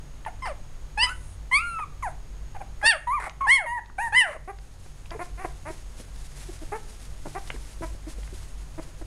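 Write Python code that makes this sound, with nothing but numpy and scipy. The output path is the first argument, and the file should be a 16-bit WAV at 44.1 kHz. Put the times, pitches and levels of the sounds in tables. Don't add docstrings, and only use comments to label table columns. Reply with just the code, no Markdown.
import sys
import numpy as np
from scipy import signal
from scipy.fft import rfft, irfft, next_fast_len
from scipy.io import wavfile

SR = 44100
rng = np.random.default_rng(int(sys.argv[2]) if len(sys.argv) > 2 else 0)


def master_out(mix):
    frames = np.transpose(np.atleast_2d(mix))
    ceiling = np.clip(frames, -1, 1)
    pcm = np.round(ceiling * 32767).astype(np.int16)
    wavfile.write(sys.argv[1], SR, pcm)


N = 399546
TIME = np.arange(N) / SR
BAND_LIMIT_HZ = 15720


def gain_of(db):
    return 10 ** (np.asarray(db) / 20)


def unit_rms(x):
    return x / np.sqrt(np.mean(x ** 2) + 1e-20)


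def bell(t, centre, width):
    return np.exp(-((t - centre) / width) ** 2)


def read(points, hz):
    f, value = np.transpose(points)
    return np.interp(np.log(hz + 1), np.log(f + 1), value)


def add(mix, s, sound):
    part = mix[round(s * SR):][:len(sound)]
    part += sound[:len(part)]


def noise(points, size):
    shape = gain_of(read(points, np.fft.rfftfreq(size, 1 / SR)))
    return irfft(rfft(rng.standard_normal(size)) * shape, size) * np.sqrt(SR / 2)


def band(hz, width_hz, size):
    span = next_fast_len(max(size, SR // 4))
    shape = bell(np.fft.rfftfreq(span, 1 / SR), hz, width_hz)
    return unit_rms(irfft(rfft(rng.standard_normal(span)) * shape, span))[:size]


def fade(t, rise_s, fall_s):
    rise = np.sin(np.pi / 2 * np.clip((t - t[0]) / rise_s, 0, 1))
    fall = np.sin(np.pi / 2 * np.clip((t[-1] - t) / fall_s, 0, 1))
    return rise * fall


# f/Hz, level/dB, half width/Hz
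HUM_BANDS = [(49.2, -41.5, 7.2), (90.7, -51, 7.3), (140.9, -54.5, 10), (6610, -66.5, 270)]
# f/Hz, level/dB per Hz
ROOM_AIR = [(8, -55), (20, -54.5), (35, -58.5), (65, -75.5), (115, -75), (300, -84.5), (450, -86),
            (1000, -90), (2200, -95.5), (4500, -99.5), (6000, -101), (9500, -103), (12000, -110),
            (15500, -118)]


def room_tone():
    return sum(gain_of(db) * band(hz, width, N) for hz, db, width in HUM_BANDS) + noise(ROOM_AIR, N)


def knocks(rows, decay_s, spread):
    out, t = np.zeros(N), np.arange(3000) / SR
    envelope = (t / decay_s) * np.exp(1 - t / decay_s)
    for s, db, hz in rows:
        add(out, s, gain_of(db) * band(hz, spread * hz, len(t)) * envelope)
    return out


# t/s, level/dB, f/Hz
BASKET_TICKS = [(.25, -39, 1960), (2.871, -26, 4030), (3.295, -32.5, 3440), (3.859, -47.5, 3040),
                (3.898, -34.5, 990), (4.586, -43, 2950), (5.058, -43.5, 2510), (5.106, -35.5, 3330),
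                (5.995, -52, 5040), (7.474, -42, 3000), (7.502, -25, 1670), (7.562, -43.5, 1190),
                (8.232, -41, 2080), (8.276, -43, 1490)]


def basket_ticks():
    return knocks(BASKET_TICKS, decay_s=0.0011, spread=0.9)


# f/Hz, level/dB
BREATH_COLOUR = [(300, -16), (800, -2.5), (1100, 1.5), (1500, -3), (2100, 2.5), (2800, -20), (4500, -25),
                 (6500, -27.5), (9500, -17), (11500, -32), (15000, -53)]


def vocal_folds(hz, heights, rough, jitter, breathiness):
    size, order = len(hz), np.arange(1, len(heights) + 1)[:, None]
    unsteady_hz = hz * (1 + jitter * rough * band(0, 260, size))
    phase = 2 * np.pi * np.cumsum(unsteady_hz) / SR
    lag = rng.uniform(-1.96, 1.6, order.shape)
    tone = (heights * (order * hz < BAND_LIMIT_HZ) * np.cos(order * phase + lag)).sum(0) * np.sqrt(2)
    shimmer = gain_of(9.9 * rough * band(0, 350, size))
    puffs = unit_rms(noise(BREATH_COLOUR, size)) * (1 + np.cos(phase)) * np.linalg.norm(heights, axis=0)
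    return tone * shimmer + breathiness * rough * puffs


# f/Hz, level/dB
CHEST_COLOUR = [(300, 1), (750, 4), (1100, -2.5), (1500, -11.5), (2000, -10), (2600, -21), (3500, -58),
                (7000, -60), (10000, -25.5), (13000, -53)]


def short_call(length, top_hz, db, tilt_db, rough, top_share):
    t = np.arange(0, length + 0.0043, 1 / SR)
    progress = t / t[-1]
    hz = top_hz * 2 ** (-0.65 * (progress - top_share) ** 2)
    partials = np.arange(1, 37)[:, None] * hz
    heights = gain_of(read(CHEST_COLOUR, partials) + tilt_db * np.log2(np.minimum(partials, 2500) / hz))
    heights /= np.linalg.norm(heights, axis=0)
    rough = np.clip(0.85 * rough + 0.16 * np.exp(-progress / 0.53), 0, 1)
    voice = vocal_folds(hz, heights, rough, jitter=0.145, breathiness=0.5)
    swell_db = 4.2 * (np.sin(np.pi * progress) - 1)
    return gain_of(db + swell_db) * voice * fade(t, 0.0063, 0.0095)


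# t/s, length/s, top f/Hz, level/dB
SQUEAK_CALLS = [(0.26, 0.03, 916, -34), (1.785, 0.022, 1050, -34), (2.546, .03, 902, -39.5),
                (2.603, 0.024, 850, -39.5), (2.833, 0.022, 691, -35), (3.265, 0.018, 807, -32),
                (4.345, 0.027, 690, -35)]


def squeaks():
    out = np.zeros(N)
    for s, length, top_hz, db in SQUEAK_CALLS:
        add(out, s - 0.001, short_call(length, top_hz, db, tilt_db=1, rough=0.34, top_share=0.05))
    return out


def arch(t, start_hz, top_hz, top_s, climb_s, fall_s, slack_hz=575):
    climb = start_hz + (top_hz - start_hz) * bell(t, top_s, climb_s)
    fall = slack_hz + (top_hz - slack_hz) * bell(t, top_s, fall_s)
    return np.where(t < top_s, climb, fall)


# f/Hz, level/dB
MOUTH_COLOUR = [(1100, 1.5), (1750, -1.5), (2200, 0), (2450, -9.5), (2800, -0.5), (3250, -8.5),
                (3600, -25.5), (4100, -25), (4500, -13), (5400, -20.5), (6500, -47), (8300, -19),
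                (9700, -20), (10700, -49.5), (12500, -59), (15000, -78)]
NOSE_COLOUR = [(1200, 18), (1950, 1.5), (2400, -5), (3000, -32), (3900, -26), (4800, -34), (5700, -35),
               (6600, -18.5), (7800, -34.5), (9700, -19.5), (11000, -18), (12500, -53.5), (15000, -59)]
# f/Hz, share/0-1
STRAIN_SHARE = [(3000, 0.09), (4700, 0.4), (5400, 1), (6500, 0.4), (12000, 0.3)]
# t/s, half length/s, roughness/0-1
VOICE_CRACKS = [(.463, .011, 0.4), (1.044, 0.012, 0.19), (1.092, 0.0076, 0.37), (2.867, .008, .12),
                (4.148, 0.0046, 0.21)]


def cry(s, t, hz, fundamental_db, overtones_db, mouth, strain_db):
    size = len(t)
    crack = sum(depth * bell(s + t, at, width) for at, width, depth in VOICE_CRACKS)
    ragged_ends = np.exp(-t / 0.0082) + np.exp((t - t[-1]) / 0.0082)
    rough = np.clip(0.034 + 0.31 * ragged_ends + crack, 0, 1)
    hz = hz * 2 ** (-0.18 * np.exp((t - t[-1]) / 0.011))
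    hz = hz * (1 + 0.0053 * band(0, 49, size))
    partials = np.arange(2, 21)[:, None] * hz
    colour_db = mouth * read(MOUTH_COLOUR, partials) + (1 - mouth) * read(NOSE_COLOUR, partials)
    wander_db = 4 * np.array([band(0, 11.5, size) for _ in partials])
    overtones = gain_of(colour_db + wander_db)
    overtones *= gain_of(overtones_db) / np.linalg.norm(overtones, axis=0)
    overtones *= gain_of((strain_db + 21.5 * crack) * read(STRAIN_SHARE, partials))
    fundamental = gain_of(fundamental_db + 1.1 * band(0, 25, size))
    voice = vocal_folds(hz, np.vstack([fundamental, overtones]), rough, jitter=0.11, breathiness=0.48)
    return voice * fade(t, 0.0075, 0.021)


# t/s, length/s, start f/Hz, top f/Hz, top after/s, climb/s, fall/s,
# fundamental when ajar/dB, overtones at the widest before strain/dB, strain/dB,
# widest after/s, half time open/s, widest opening/0-1
YELP_CRIES = [ (0.42, 0.11, 996, 1041, .018, .021, 0.042, -38, -41, 5, .035, 0.096, 1),
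              (0.973, .1, 832, 1029, 0.082, 0.048, .1, -32, -20.5, 9, 0.053, 0.055, 0.96),
              (1.512, .338, 935, 1404, 0.13, 0.087, 0.38, -32, -14.5, -12, 0.042, 0.051, 0.72),
              (2.826, 0.15, 790, 925, 0.064, .047, .046, -30.5, -10, 0, 0.064, 0.061, 0.95),
              (3.467, 0.198, 632, 1098, .075, .075, .071, -29.5, -4.5, -3, 0.066, 0.073, 0.78),
              (4.121, 0.2, 795, 1027, .059, 0.039, .075, -31, -6.5, -5.5, 0.072, 0.071, 0.7)]


def yelps(ajar=0.29):
    out = np.zeros(N)
    for s, length, *pitch, db, wide_db, strain_db, widest_s, open_s, widest in YELP_CRIES:
        t = np.arange(0, length, 1 / SR)
        gape = bell(t, widest_s, open_s)
        mouth = ajar + (widest - ajar) * gape
        fundamental_db = db + 3.5 * gape
        overtones_db = (1 - gape) * (db - 11.5) + gape * wide_db
        add(out, s, cry(s, t, arch(t, *pitch), fundamental_db, overtones_db, mouth, strain_db))
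    return out


# t/s, length/s, level/dB
RASP_BREATHS = [(0.451, 0.053, -38), (1.014, 0.13, -47), (2.813, 0.032, -40.5), (3.197, 0.094, -32),
                (4.264, 0.1, -34.5)]


def rasps():
    out = np.zeros(N)
    for s, length, db in RASP_BREATHS:
        t = np.arange(0, length, 1 / SR)
        flutter = gain_of(2.6 * band(0, 180, len(t)))
        air = unit_rms(noise(BREATH_COLOUR, len(t)) * flutter)
        add(out, s, gain_of(db) * air * fade(t, 0.0041, 0.035))
    return out


# t/s, length/s, start f/Hz, top f/Hz, top after/s, climb/s, fall/s,
# fundamental/dB, overtones before strain/dB, strain/dB
WHINE_CRIES = [ (1.065, 0.071, 1023, 1580, .065, .057, .1, -34.5, -39, -28),
               (2.024, 0.071, 1150, 1123, -0.015, .02, 0.062, -30, -38, -2),
               (3.07, .13, 930, 1194, 0.081, 0.044, 0.061, -21.5, -36, -6),
               (3.407, 0.068, 1078, 1107, 0.04, 0.022, 0.038, -20, -42.5, 3),
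               (3.659, 0.14, 943, 977.4, .088, .025, .109, -24.5, -26.5, -10),
               (3.981, .11, 586, 939, 0.048, 0.049, 0.19, -26, -27, -9)]


def whines(catch_octaves=0.28, catch_s=0.003):
    out = np.zeros(N)
    for s, length, *pitch, db, overtones_db, strain_db in WHINE_CRIES:
        t = np.arange(0, length, 1 / SR)
        catch = 2 ** (catch_octaves * np.exp(-t / catch_s))
        add(out, s, cry(s, t, catch * arch(t, *pitch), db, overtones_db, mouth=0.06, strain_db=strain_db))
    return out


# t/s, length/s, level/dB
NOSE_SIGHS = [(1.104, 0.27, -58.5), (2.034, 0.095, -56), (3.977, 0.13, -46.5)]
# f/Hz, level/dB
NOSTRIL_COLOUR = [(1000, -27), (6500, -16.5), (8500, -7.5), (9800, -3.5), (11000, -14.5), (13000, -35)]


def sighs():
    out = np.zeros(N)
    for s, length, db in NOSE_SIGHS:
        t = np.arange(0, length, 1 / SR)
        add(out, s, gain_of(db) * unit_rms(noise(NOSTRIL_COLOUR, len(t))) * fade(t, 0.02, 0.048))
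    return out


# f/Hz, level/dB
FUR_COLOUR = [(150, 5), (400, 2), (900, -0.5), (2000, 0.5), (3200, -1), (5000, 0), (9500, 0), (11000, -3.5),
              (13000, -15.5), (15500, -26.5)]
# t/s, level/dB
CRAWL_LEVEL = [(4.4, -63), (5.1, -58), (5.6, -60), (6.0, -55.5), (6.5, -53), (6.8, -56), (7.2, -53),
               (8.0, -55.5), (9.06, -59.5)]
# t/s, half length/s, level/dB
FUR_PUSHES = [(5.235, 0.033, -49.5), (5.466, 0.042, -53), (5.72, .05, -52.5), (6.007, 0.024, -49),
              (6.256, .02, -52), (6.396, 0.042, -48), (6.53, 0.097, -51), (6.77, .025, -53),
              (6.897, 0.024, -51), (7.04, 0.046, -53), (7.483, 0.014, -53), (7.848, 0.054, -49.5),
              (8.102, .025, -50.5), (8.253, 0.03, -53), (8.352, 0.022, -49), (8.494, .02, -56),
              (8.83, 0.021, -51), (9.007, 0.025, -56)]


def rustle(snaps_per_s=90):
    slide = unit_rms(noise(FUR_COLOUR, N) * gain_of(1.6 * band(0, 35, N)))
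    impulses = (rng.random(N) < snaps_per_s / SR) * rng.standard_normal(N)
    one_snap = noise(FUR_COLOUR, 256) * np.exp(-np.arange(256) / 30)
    snaps = unit_rms(signal.oaconvolve(impulses, one_snap)[:N])
    crawl_db = np.interp(TIME, *np.transpose(CRAWL_LEVEL), left=-100)
    steady = gain_of(crawl_db + 1.8 * band(0, 9, N))
    pushes = sum(gain_of(db) * bell(TIME, s, width) for s, width, db in FUR_PUSHES)
    return np.hypot(steady, pushes) * (slide + 0.26 * snaps)


# t/s, length/s, top f/Hz, level/dB, tilt/dB per octave, roughness/0-1
CRAWL_GRUNTS = [ (4.475, 0.041, 401, -31, 1.5, 0.12), (4.858, 0.012, 387, -45.5, -3, 0.63),
                (5.112, 0.04, 347.5, -36.5, 3, 0.24), (5.147, 0.024, 437, -36, -15, 0.2),
                (5.19, 0.043, 358.6, -31, 3, 0.15), (5.376, 0.078, 388.4, -39.5, 6, 0.2),
                (5.442, 0.018, 359.4, -29.5, .5, .45), (5.652, .06, 322.3, -36.5, 3.5, 0.19),
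                (5.7, 0.013, 386, -34.5, -23, .1), (6.487, 0.017, 370, -37, -18, 0),
                (6.614, 0.027, 316, -40.5, -11, .2), (6.718, .053, 448.6, -31.5, 1, 0.15),
                (7.253, 0.025, 288, -38.5, -4.5, 0.42), (7.347, 0.041, 388.6, -32.5, 2, 0.18),
                (7.82, 0.031, 332, -32, 0.5, 0.09), (8.066, 0.026, 314, -39, -14, 0.27),
                (8.779, 0.023, 327, -34.5, -7, 0.32), (9.012, 0.016, 341, -37, -7.5, .26)]


def grunts(full_length_s=0.042):
    out = np.zeros(N)
    for s, length, top_hz, db, tilt_db, rough in CRAWL_GRUNTS:
        top_share = 0.65 * min(length / full_length_s, 1)
        add(out, s - 0.001, short_call(length, top_hz, db, tilt_db, rough, top_share))
    return out


# t/s, level/dB, f/Hz
BEDDING_BUMPS = [(5.998, -40, 346), (7.27, -39, 244), (7.539, -35.5, 295), (7.808, -34, 280),
                 (7.946, -47.5, 376), (8.178, -45.5, 388), (8.326, -39, 246)]


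def bedding_bumps():
    return knocks(BEDDING_BUMPS, decay_s=0.0049, spread=0.81)


# f/Hz, time to fall 60 dB/s
ROOM_DECAY = [(200, 0.46), (800, 0.34), (2000, 0.33), (5000, 0.19), (10000, 0.33)]


def room(direct, near_db, tail_db):
    size = SR * 3 // 4
    taps = rng.choice([-1., 1.], size) * (rng.random(size) < 3000 / SR) * (np.arange(size) > 400)
    hz, t, spectra = signal.stft(taps, SR, nperseg=256)
    decay = gain_of(-60 * t / read(ROOM_DECAY, hz)[:, None])
    tail = signal.istft(spectra * decay, SR, nperseg=256)[1]
    near = np.zeros(len(tail))
    near[rng.integers(100, 900, size=8)] = rng.choice([-1., 1.], size=8) / np.sqrt(8)
    response = gain_of(near_db) * near + gain_of(tail_db) * tail / np.linalg.norm(tail)
    return direct + signal.fftconvolve(direct, response)[:N]


def scene():
    close = basket_ticks() + squeaks() + yelps() + rasps() + whines() + sighs() + grunts()
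    close += bedding_bumps()
    return (room_tone() + room(close, near_db=-14.5, tail_db=-12.5) + rustle())[None]


def record(dry):
    threshold_db, squeeze, sense_s, recover_s = -17, 0.76, 0.0049, 0.63
    pole = np.exp(-1 / (sense_s * SR))
    power_db = 10 * np.log10(signal.lfilter([1 - pole], [1, -pole], dry[0] ** 2) + 1e-12)
    over_db = np.maximum(power_db - threshold_db, 0)
    recovery = np.exp(-TIME / recover_s)
    held_db = np.maximum.accumulate(over_db / recovery) * recovery
    ducked = dry * gain_of(-squeeze * held_db)
    low_pass = signal.firwin(511, BAND_LIMIT_HZ, window=("kaiser", 9), fs=SR)
    return signal.oaconvolve(ducked, low_pass[None], "same")


dry = scene()
out = record(dry)
master_out(out)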